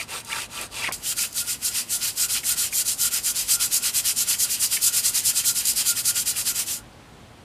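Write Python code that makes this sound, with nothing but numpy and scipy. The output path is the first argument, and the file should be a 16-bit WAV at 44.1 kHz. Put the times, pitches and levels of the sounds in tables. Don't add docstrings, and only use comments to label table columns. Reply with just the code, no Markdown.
import sys
import numpy as np
from scipy import signal
from scipy.io import wavfile
from scipy.ndimage import uniform_filter1d

SR = 44100
rng = np.random.default_rng(int(sys.argv[2]) if len(sys.argv) > 2 else 0)


def ratio(d):
    e = np.asarray(d, float) / 20
    return 10 ** e


def wav_out(sig):
    wavfile.write(sys.argv[1], SR, np.round(np.clip(np.atleast_2d(sig).T, -1, 1) * 32767).astype(np.int16))


N = 328094

CUT_S = 0.9225
BRISK_S, LAST_PLACE = 0.11, 0.31
ROOM_DB = -47

# (frequency [Hz], level [dB per Hz])
ROOM_SPECTRUM = [(15, -40), (34, -14), (46, 3), (70, -2.5), (100, -1), (240, -5), (420, -8), (800, -9),
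                 (1500, -14.5), (2200, -16.5), (3500, -18.5), (5500, -25), (9000, -27), (15000, -39)]
# (frequency [Hz], width [Hz], lift [dB])
MACHINE_HUM = [(113.3, 14, 5.5), (232.2, 14, 6.5)]
# (frequency [Hz], level [dB per Hz])
WET_TIP_SPECTRUM = [(1500, -24), (3000, 0), (4500, 1), (6500, 0.5), (8500, 1), (11000, -2.5),
                    (15000, -14.5)]
WET_BODY_SPECTRUM = [(200, -18), (450, -5.5), (900, -8.5), (1600, -5.5), (2500, -6.5), (3500, -7),
                     (6000, -21.5)]
DRY_TIP_SPECTRUM = [(1500, -32.5), (3000, -15), (4500, -6), (6000, -3), (7500, -0.5), (10000, -1),
                    (12500, -4.5), (15000, -11)]
DRY_BODY_SPECTRUM = [(400, -25), (900, -12), (1400, -4), (2000, -6), (2800, 3.5), (4000, -4.5),
                     (5500, -0.5), (8000, -13)]
# (frequency [Hz], width [Hz], lift [dB])
WET_CASTING_MODES = [(2480, 110, 7.5), (2690, 95, 8), (3500, 70, 0), (4000, 90, 3.5), (4740, 160, 5.5),
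                     (8640, 560, 4.5)]
DRY_CASTING_MODES = [(1150, 17, 1.7), (1975, 116, 5.8), (2150, 26, 1.2), (2527, 21, 6.4), (3190, 35, 6.4),
                     (4070, 110, 5.2), (4780, 170, 4.6), (5140, 55, 3), (6040, 60, 1.2), (7230, 200, 4.1),
                     (8130, 150, 3.7), (9450, 190, 2.5)]
# (frequency [Hz], width [Hz], level [dB])
WET_LOW_MODES = [(923, 49, -3), (1177, 27, -0.5), (1344, 22, 0.5)]
DRY_LOW_MODES = [(1412, 44, 0)]
# (turn time [s], rasp level [dB], body re rasp [dB], lowest-mode level [dB])
WET_PUSHES = [
    (-0.07, -34, -5, -43),
    (0.227, -33, -5.5, -35.5),
    (0.686, -33, -4.5, -38),
]
WET_PULLS = [
    (0.071, -34.5, -1, -36.5),
    (0.48, -35, -3, -37.5),
    (0.917, -60, -15, -40),
]
DRY_PUSHES = [(0.991, -24.5, -11, -43), (1.315, -23, -17, -38.5), (1.587, -22, -15, -41.5),
              (1.859, -22, -17, -45), (2.141, -20.5, -15, -37.5), (2.42, -20.5, -15.5, -39.5),
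              (2.701, -20, -16.5, -45), (2.961, -19.5, -14.5, -38), (3.215, -21, -14.5, -42),
              (3.455, -17, -14, -39), (3.693, -19, -15.5, -44), (3.923, -20, -12.5, -55),
              (4.145, -20.5, -14.5, -46), (4.374, -18.5, -16, -41.5), (4.582, -18.5, -15, -49),
              (4.794, -16.5, -18.5, -39), (5.023, -18.5, -13, -44), (5.223, -18, -16, -48),
              (5.428, -18, -17, -37), (5.633, -19.5, -15, -50), (5.84, -18.5, -16.5, -38),
              (6.03, -18.5, -14.5, -37), (6.244, -21, -14, -42), (6.441, -21.5, -17, -40.5),
              (6.654, -26, -13.5, -49)]
DRY_PULLS = [(0.88, -30.5, -12, -54), (1.147, -24, -11.5, -41), (1.446, -25.5, -10, -43),
             (1.718, -24.5, -7.5, -52), (1.995, -24, -10, -44), (2.276, -23, -9.5, -40.5),
             (2.555, -22, -9.5, -43), (2.839, -23, -13, -44), (3.098, -22, -11, -40),
             (3.336, -22.5, -12, -50), (3.581, -20.5, -12.5, -36), (3.806, -22, -8.5, -38),
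             (4.03, -20, -11.5, -43), (4.255, -20.5, -9.5, -39), (4.476, -21.5, -10, -54),
             (4.69, -21, -11, -49), (4.913, -19, -12, -41), (5.122, -20.2, -10.5, -49),
             (5.334, -20.5, -12.5, -39), (5.536, -22, -11, -41), (5.742, -21, -12, -50),
             (5.941, -23.5, -13, -45), (6.135, -23, -9, -41), (6.343, -24, -13, -44),
             (6.535, -24, -10.5, -48), (6.83, -57, -15, -78)]
# (time [s], push sharpness [exponent], pull sharpness [exponent],
# rasp at turn into push [dB], rasp at turn into pull [dB])
WET_HAND = [(-0.07, 2.6, 0.76, -52, -53), (0.227, 0.89, 0.76, -56, -59), (0.686, 1, 0.96, -61, -62)]
DRY_HAND = [(0.88, 0.88, 3.2, -51, -22), (1.15, 1.75, 2.3, -44.5, -44), (1.7, 2.35, 2, -50, -34),
            (2.2, 1, 1.33, -41.5, -40.5), (2.9, 0.96, 1.2, -43, -45), (3.55, 1.85, 1.64, -36.5, -38.5),
            (4.1, 1.4, 1.54, -43.5, -39.5), (4.4, 1.5, 1.74, -35.5, -37), (4.8, 1.54, 1.4, -36, -38),
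            (5.25, 1.54, 1.3, -34.5, -35.5), (5.85, 1.46, 1.25, -33.5, -39.5), (6.2, 1.95, 1.13, -45, -37),
            (6.5, 1, 1.14, -36, -39), (6.65, 1.83, 1.3, -42, -45), (6.83, 1.8, 1, -45, -72)]
# (place of top speed [0-1], its shift [per s of extra stroke length],
# place of top ring [0-1], ring change half a stroke away [dB], middle-mode lift [dB])
WET_SWING = [
    (0.52, 0.43, 0.51, -20, 0.5),
    (0.53, 0.33, 0.48, -22, -0.5),
]
DRY_SWING = [
    (0.51, 3.5, 0.78, -9.5, 0.17),
    (0.49, -2.0, 0.35, -12, 1),
]
# (start [s], length [s], level [dB], start resonance [Hz], end resonance [Hz])
GULPS = [(0, 0.029, -37, 2300, 2600), (0.293, .04, -36, 1600, 2400), (0.332, .045, -34, 2200, 1150),
         (.37, 0.038, -34, 1300, 2000), (0.383, 0.067, -36.5, 2300, 2900), (.52, 0.093, -46, 2700, 2700),
         (.72, .12, -42, 2700, 2680), (0.831, 0.032, -28, 2100, 2300), (0.852, .04, -27.5, 2300, 2500),
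         (0.875, .026, -28.5, 2300, 650), (0.894, 0.028, -35, 900, 700)]
# (time [s], peak [dB], frequency [Hz], length [s], glide [ratio])
BUBBLES = [(.001, -25, 2210, 0.0064, 1.2), (.012, -27, 2300, 0.0064, 0.83), (.020, -35, 2600, .004, 0.76),
           (.029, -33, 4760, .006, .97), (.300, -34, 1600, 0.016, 1.25), (0.322, -26, 2950, .006, 0.9),
           (0.329, -23.5, 2400, 0.0096, 0.98), (0.328, -30, 3500, .007, 1.02),
           (0.332, -33, 2000, 0.014, 0.73), (0.355, -38, 1300, 0.0086, 0.92),
           (0.384, -30, 1260, 0.0056, 1.3), (0.404, -35, 2480, 0.011, 0.81),
           (0.419, -34, 3780, 0.008, 0.83), (0.821, -27.5, 2400, 0.012, 1.02),
           (0.83, -29, 2900, .014, 0.85), (0.841, -27, 2090, 0.012, 0.84), (.851, -30, 2320, 0.0078, 1.13),
           (.860, -30, 2560, .014, 0.93), (0.877, -24, 2400, 0.011, 0.8), (.888, -31, 630, 0.0081, 1.25),
           (.914, -29, 2480, .007, 0.77), (.887, -42, 288, 0.0088, 0.82), (.575, -30, 2690, 0.0066, 1.5),
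           (.588, -30, 2750, 0.0065, 0.98)]
# (time [s], peak [dB])
FLICKS = [(0.2473, -25), (0.4194, -21), (0.612, -15), (0.923, -16), (1.3279, -22), (1.6302, -26),
          (2.1294, -29), (3.246, -15), (4.8207, -12), (5.6533, -7), (5.7344, -15), (6.8394, -47)]
# (time [s], peak [dB], frequency [Hz])
SNAPS = [(1.0571, -21, 2960), (1.1883, -22, 2540), (1.378, -18, 4000), (1.7542, -22, 3000),
         (2.195, -27, 3800), (2.2998, -23, 3030), (2.432, -24, 2220), (2.5746, -38, 2610),
         (2.7248, -20, 2200), (3.6005, -24, 2820), (3.835, -21, 2620), (4.0662, -23, 3100),
         (4.2753, -32, 1990), (4.7303, -27, 3870), (4.767, -17, 2200), (5.3578, -32, 3370),
         (5.4405, -21.5, 2350), (5.9589, -26, 3150), (6.161, -19, 3190), (6.359, -23, 2760)]
# (time [s], peak [dB], frequency [Hz], length [s], glide [ratio])
DRIPS = [
    (6.927, -52, 4500, 0.0074, 1.03),
    (7.205, -54, 7000, .003, 0.97),
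]


def evened(x):
    return x / np.sqrt(np.mean(x ** 2) + 1e-20)


def wander(per_s, size):
    width = int(SR / per_s)
    once = uniform_filter1d(rng.standard_normal(size), width)
    return evened(uniform_filter1d(once, width))


def slips(per_s, spread_db):
    size_db = spread_db * np.minimum(rng.exponential(1, N), 3.5)
    impulse = ratio(size_db) * rng.choice([-1., 1.], N)
    return evened(impulse * (rng.random(N) < per_s / SR))


def arch(way, place):
    warp = np.log(0.5) / np.log(np.clip(place, 0.05, 0.95))
    return abs(np.sin(np.pi * way ** warp))


def shape_db(points, modes, hz):
    point_hz, point_db = np.transpose(points)
    lift = 0
    for mode_hz, width_hz, lift_db in modes:
        lift = lift + (ratio(2 * lift_db) - 1) / (1 + (2 * (hz - mode_hz) / width_hz) ** 2)
    smooth_db = np.interp(np.log(hz + 1), np.log(point_hz), point_db)
    return smooth_db + 10 * np.log10(np.maximum(1 + lift, 0.01))


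def coloured(x, points, modes):
    hz = abs(np.fft.fftfreq(8192, 1 / SR))
    log_gain = np.log(ratio(shape_db(points, modes, hz)))
    phase = -signal.hilbert(log_gain).imag
    taps = np.fft.ifft(np.exp(log_gain + 1j * phase)).real[:4096]
    return signal.oaconvolve(x, taps / np.linalg.norm(taps))[:len(x)]


def resonate(x, hz, width_hz):
    turn = np.exp(2j * np.pi * np.cumsum(hz * np.ones(len(x))) / SR)
    r = np.exp(-np.pi * width_hz / SR)
    return 2 * (turn * signal.lfilter([1 - r], [1, -r], x / turn)).real


def patchy(x, db):
    z = signal.stft(x, nperseg=512, noverlap=384)[2]
    field = uniform_filter1d(rng.standard_normal(z.shape), size=8, axis=0)
    field = uniform_filter1d(field, size=14, axis=1)
    return signal.istft(z * ratio(db * evened(field)), nperseg=512, noverlap=384)[1][:len(x)]


def workshop():
    level_db = ROOM_DB + 0.5 * wander(3.3, N)
    return ratio(level_db) * coloured(rng.standard_normal(N), ROOM_SPECTRUM, MACHINE_HUM)


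def low_ring(modes, speed):
    knocks = slips(1800, 2.5) * (1.04 + speed) * ratio(1.5 * wander(50, N))
    rung = np.zeros(N)
    for hz, width_hz, db in modes:
        rung += ratio(db) * resonate(resonate(knocks, hz, width_hz), hz, 4 * width_hz)
    return evened(rung)


def brush(pushes, pulls, hand, swing, low_modes, tips, body, modes,
          slips_per_s, spread_db, lumpy_db, body_sharp, body_turn_db):
    rows = sorted([(*row, 0) for row in pushes] + [(*row, 1) for row in pulls])
    turn_s, rasp_db, body_db, ring_db, pull = np.transpose(rows)
    hand_s, *habit = np.transpose(hand)
    push_sharp, pull_sharp, push_turn_db, pull_turn_db = (np.interp(turn_s, hand_s, c) for c in habit)
    sharp = np.where(pull, pull_sharp, push_sharp)
    turn_db = np.where(pull, pull_turn_db, push_turn_db)
    place, shift, ring_place, dip_db, middle_db = np.array(swing)[pull.astype(int)].T
    place = place + shift * (np.diff(turn_s, append=turn_s[-1]) - BRISK_S)
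    if turn_s[-1] > CUT_S:
        place[-2] = LAST_PLACE

    t = np.arange(N) / SR
    k = np.clip(np.searchsorted(turn_s, t) - 1, 0, len(turn_s) - 2)
    way = np.clip((t - turn_s[k]) / np.diff(turn_s)[k], 0, 1)
    speed = arch(way, place[k])
    contact = np.tanh(1.244 * speed ** (1.42 * sharp[k])) / 0.87

    rest_db = np.interp(t, turn_s, turn_db, right=-120)
    rasp = np.hypot(ratio(rasp_db[k]) * contact, ratio(rest_db))
    press = np.hypot(ratio(rasp_db[k] + body_db[k]) * contact ** body_sharp, ratio(rest_db + body_turn_db))
    rasp *= ratio(0.7 * wander(120, N))
    press *= ratio(lumpy_db * wander(49, N))

    scrub = coloured(rasp * slips(slips_per_s, spread_db), tips, modes)
    scrub += coloured(press * slips(slips_per_s / 3, spread_db), body, modes)
    middle = resonate(resonate(scrub, 4600, 2400), 4600, 2400)
    scrub += (ratio(middle_db[k]) - 1) * middle
    scrub = patchy(scrub, 1.1)

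    grip_db = ring_db[k] + dip_db[k] * (2 * (way - ring_place[k])) ** 2
    grip = uniform_filter1d(ratio(grip_db) * (t < turn_s[-1]), size=300)
    return scrub + ratio(-6.5) * grip * low_ring(low_modes, speed)


def slurp():
    out = np.zeros(N)
    froth = slips(2500, 3.2)
    wobble = 1 + 0.081 * wander(150, N)
    for start_s, length_s, db, from_hz, to_hz in GULPS:
        u = np.linspace(0, 1, int(length_s * SR))
        start = round(start_s * SR)
        at = slice(start, start + len(u))
        gap_hz = from_hz * (to_hz / from_hz) ** u * wobble[at]
        rung = resonate(resonate(froth[at], gap_hz, 660), gap_hz, 1300)
        out[at] += ratio(db) * arch(u, 0.58) ** 1.4 * evened(rung)
    return out


def bubbles(rows):
    out = np.zeros(N)
    for (s, db, hz, length_s, glide), sizes in zip(rows, rng.standard_normal((len(rows), 3))):
        u = np.linspace(0, 1, int(length_s * SR))
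        detune = 1 + np.array([0.01, 0.07, 0.09]) * sizes
        turns = np.cumsum(hz * glide ** u) / SR * detune[:, None]
        tone = ratio([0, -6, -8]) @ np.sin(2 * np.pi * turns)
        out[round(s * SR):][:len(u)] += ratio(db) * tone * np.sin(np.pi * u ** 0.5)
    return out


def tub(x, echo_db, t60_s):
    t = np.arange(6000) / SR
    taps = rng.choice([-1., 1.], (3, len(t))) * (rng.random((3, len(t))) < 0.05)
    taps *= ratio(-60 * t / t60_s) * (t > 0.0015)
    cycles = 1.7 * np.arange(N) / SR + np.arange(3)[:, None] / 3
    spot = np.cos(2 * np.pi * cycles) * np.sqrt(2 / 3)
    echo = signal.oaconvolve(x * spot, taps / np.linalg.norm(taps[0]), axes=1)[:, :N].sum(0)
    return x + ratio(echo_db) * echo


def flicks():
    out = np.zeros(N)
    t = np.arange(400) / SR
    for (s, db), burst in zip(FLICKS, rng.standard_normal((len(FLICKS), 400))):
        envelope = ratio(db - 8.5 - 60 * t / 0.028) * np.minimum(t / 0.0007, 1)
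        out[round(s * SR):][:len(t)] += envelope * burst
    return coloured(out, DRY_TIP_SPECTRUM, DRY_CASTING_MODES)


def snaps():
    out = np.zeros(N + SR)
    t = np.arange(500) / SR
    for (s, db, hz), burst in zip(SNAPS, rng.standard_normal((len(SNAPS), 500))):
        burst = burst * ratio(-60 * t / 0.098) * np.minimum(t / 0.002, 1)
        ring = resonate(resonate(burst, hz, 630), hz, 900)
        out[round(s * SR):][:len(t)] += ratio(db - 4.5) * ring / abs(ring).max()
    return out[:N]


def scene():
    wet = brush(WET_PUSHES, WET_PULLS, WET_HAND, WET_SWING, WET_LOW_MODES,
                WET_TIP_SPECTRUM, WET_BODY_SPECTRUM, WET_CASTING_MODES,
                slips_per_s=9000, spread_db=2.8, lumpy_db=1.6, body_sharp=1.0, body_turn_db=-1.5)
    wet += slurp() + bubbles(BUBBLES)
    in_air = brush(DRY_PUSHES, DRY_PULLS, DRY_HAND, DRY_SWING, DRY_LOW_MODES,
                   DRY_TIP_SPECTRUM, DRY_BODY_SPECTRUM, DRY_CASTING_MODES,
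                   slips_per_s=14000, spread_db=2.2, lumpy_db=2.1, body_sharp=0.63, body_turn_db=-6)
    in_air += snaps() + bubbles(DRIPS)
    before = np.arange(N) < CUT_S * SR
    work = np.where(before, tub(wet, echo_db=-14, t60_s=0.097), tub(in_air, echo_db=-11, t60_s=0.12))
    mono = work + workshop() + flicks()
    return np.array([mono, mono])


def band_limit(x):
    return signal.sosfilt(signal.butter(12, 16340, fs=SR, output="sos"), x)


def record(dry):
    edge = signal.firwin(601, 14990, window=("kaiser", 4), fs=SR)
    mix = signal.oaconvolve(dry, edge[None], "same")
    return band_limit(mix)


dry = scene()
out = record(dry)
wav_out(out)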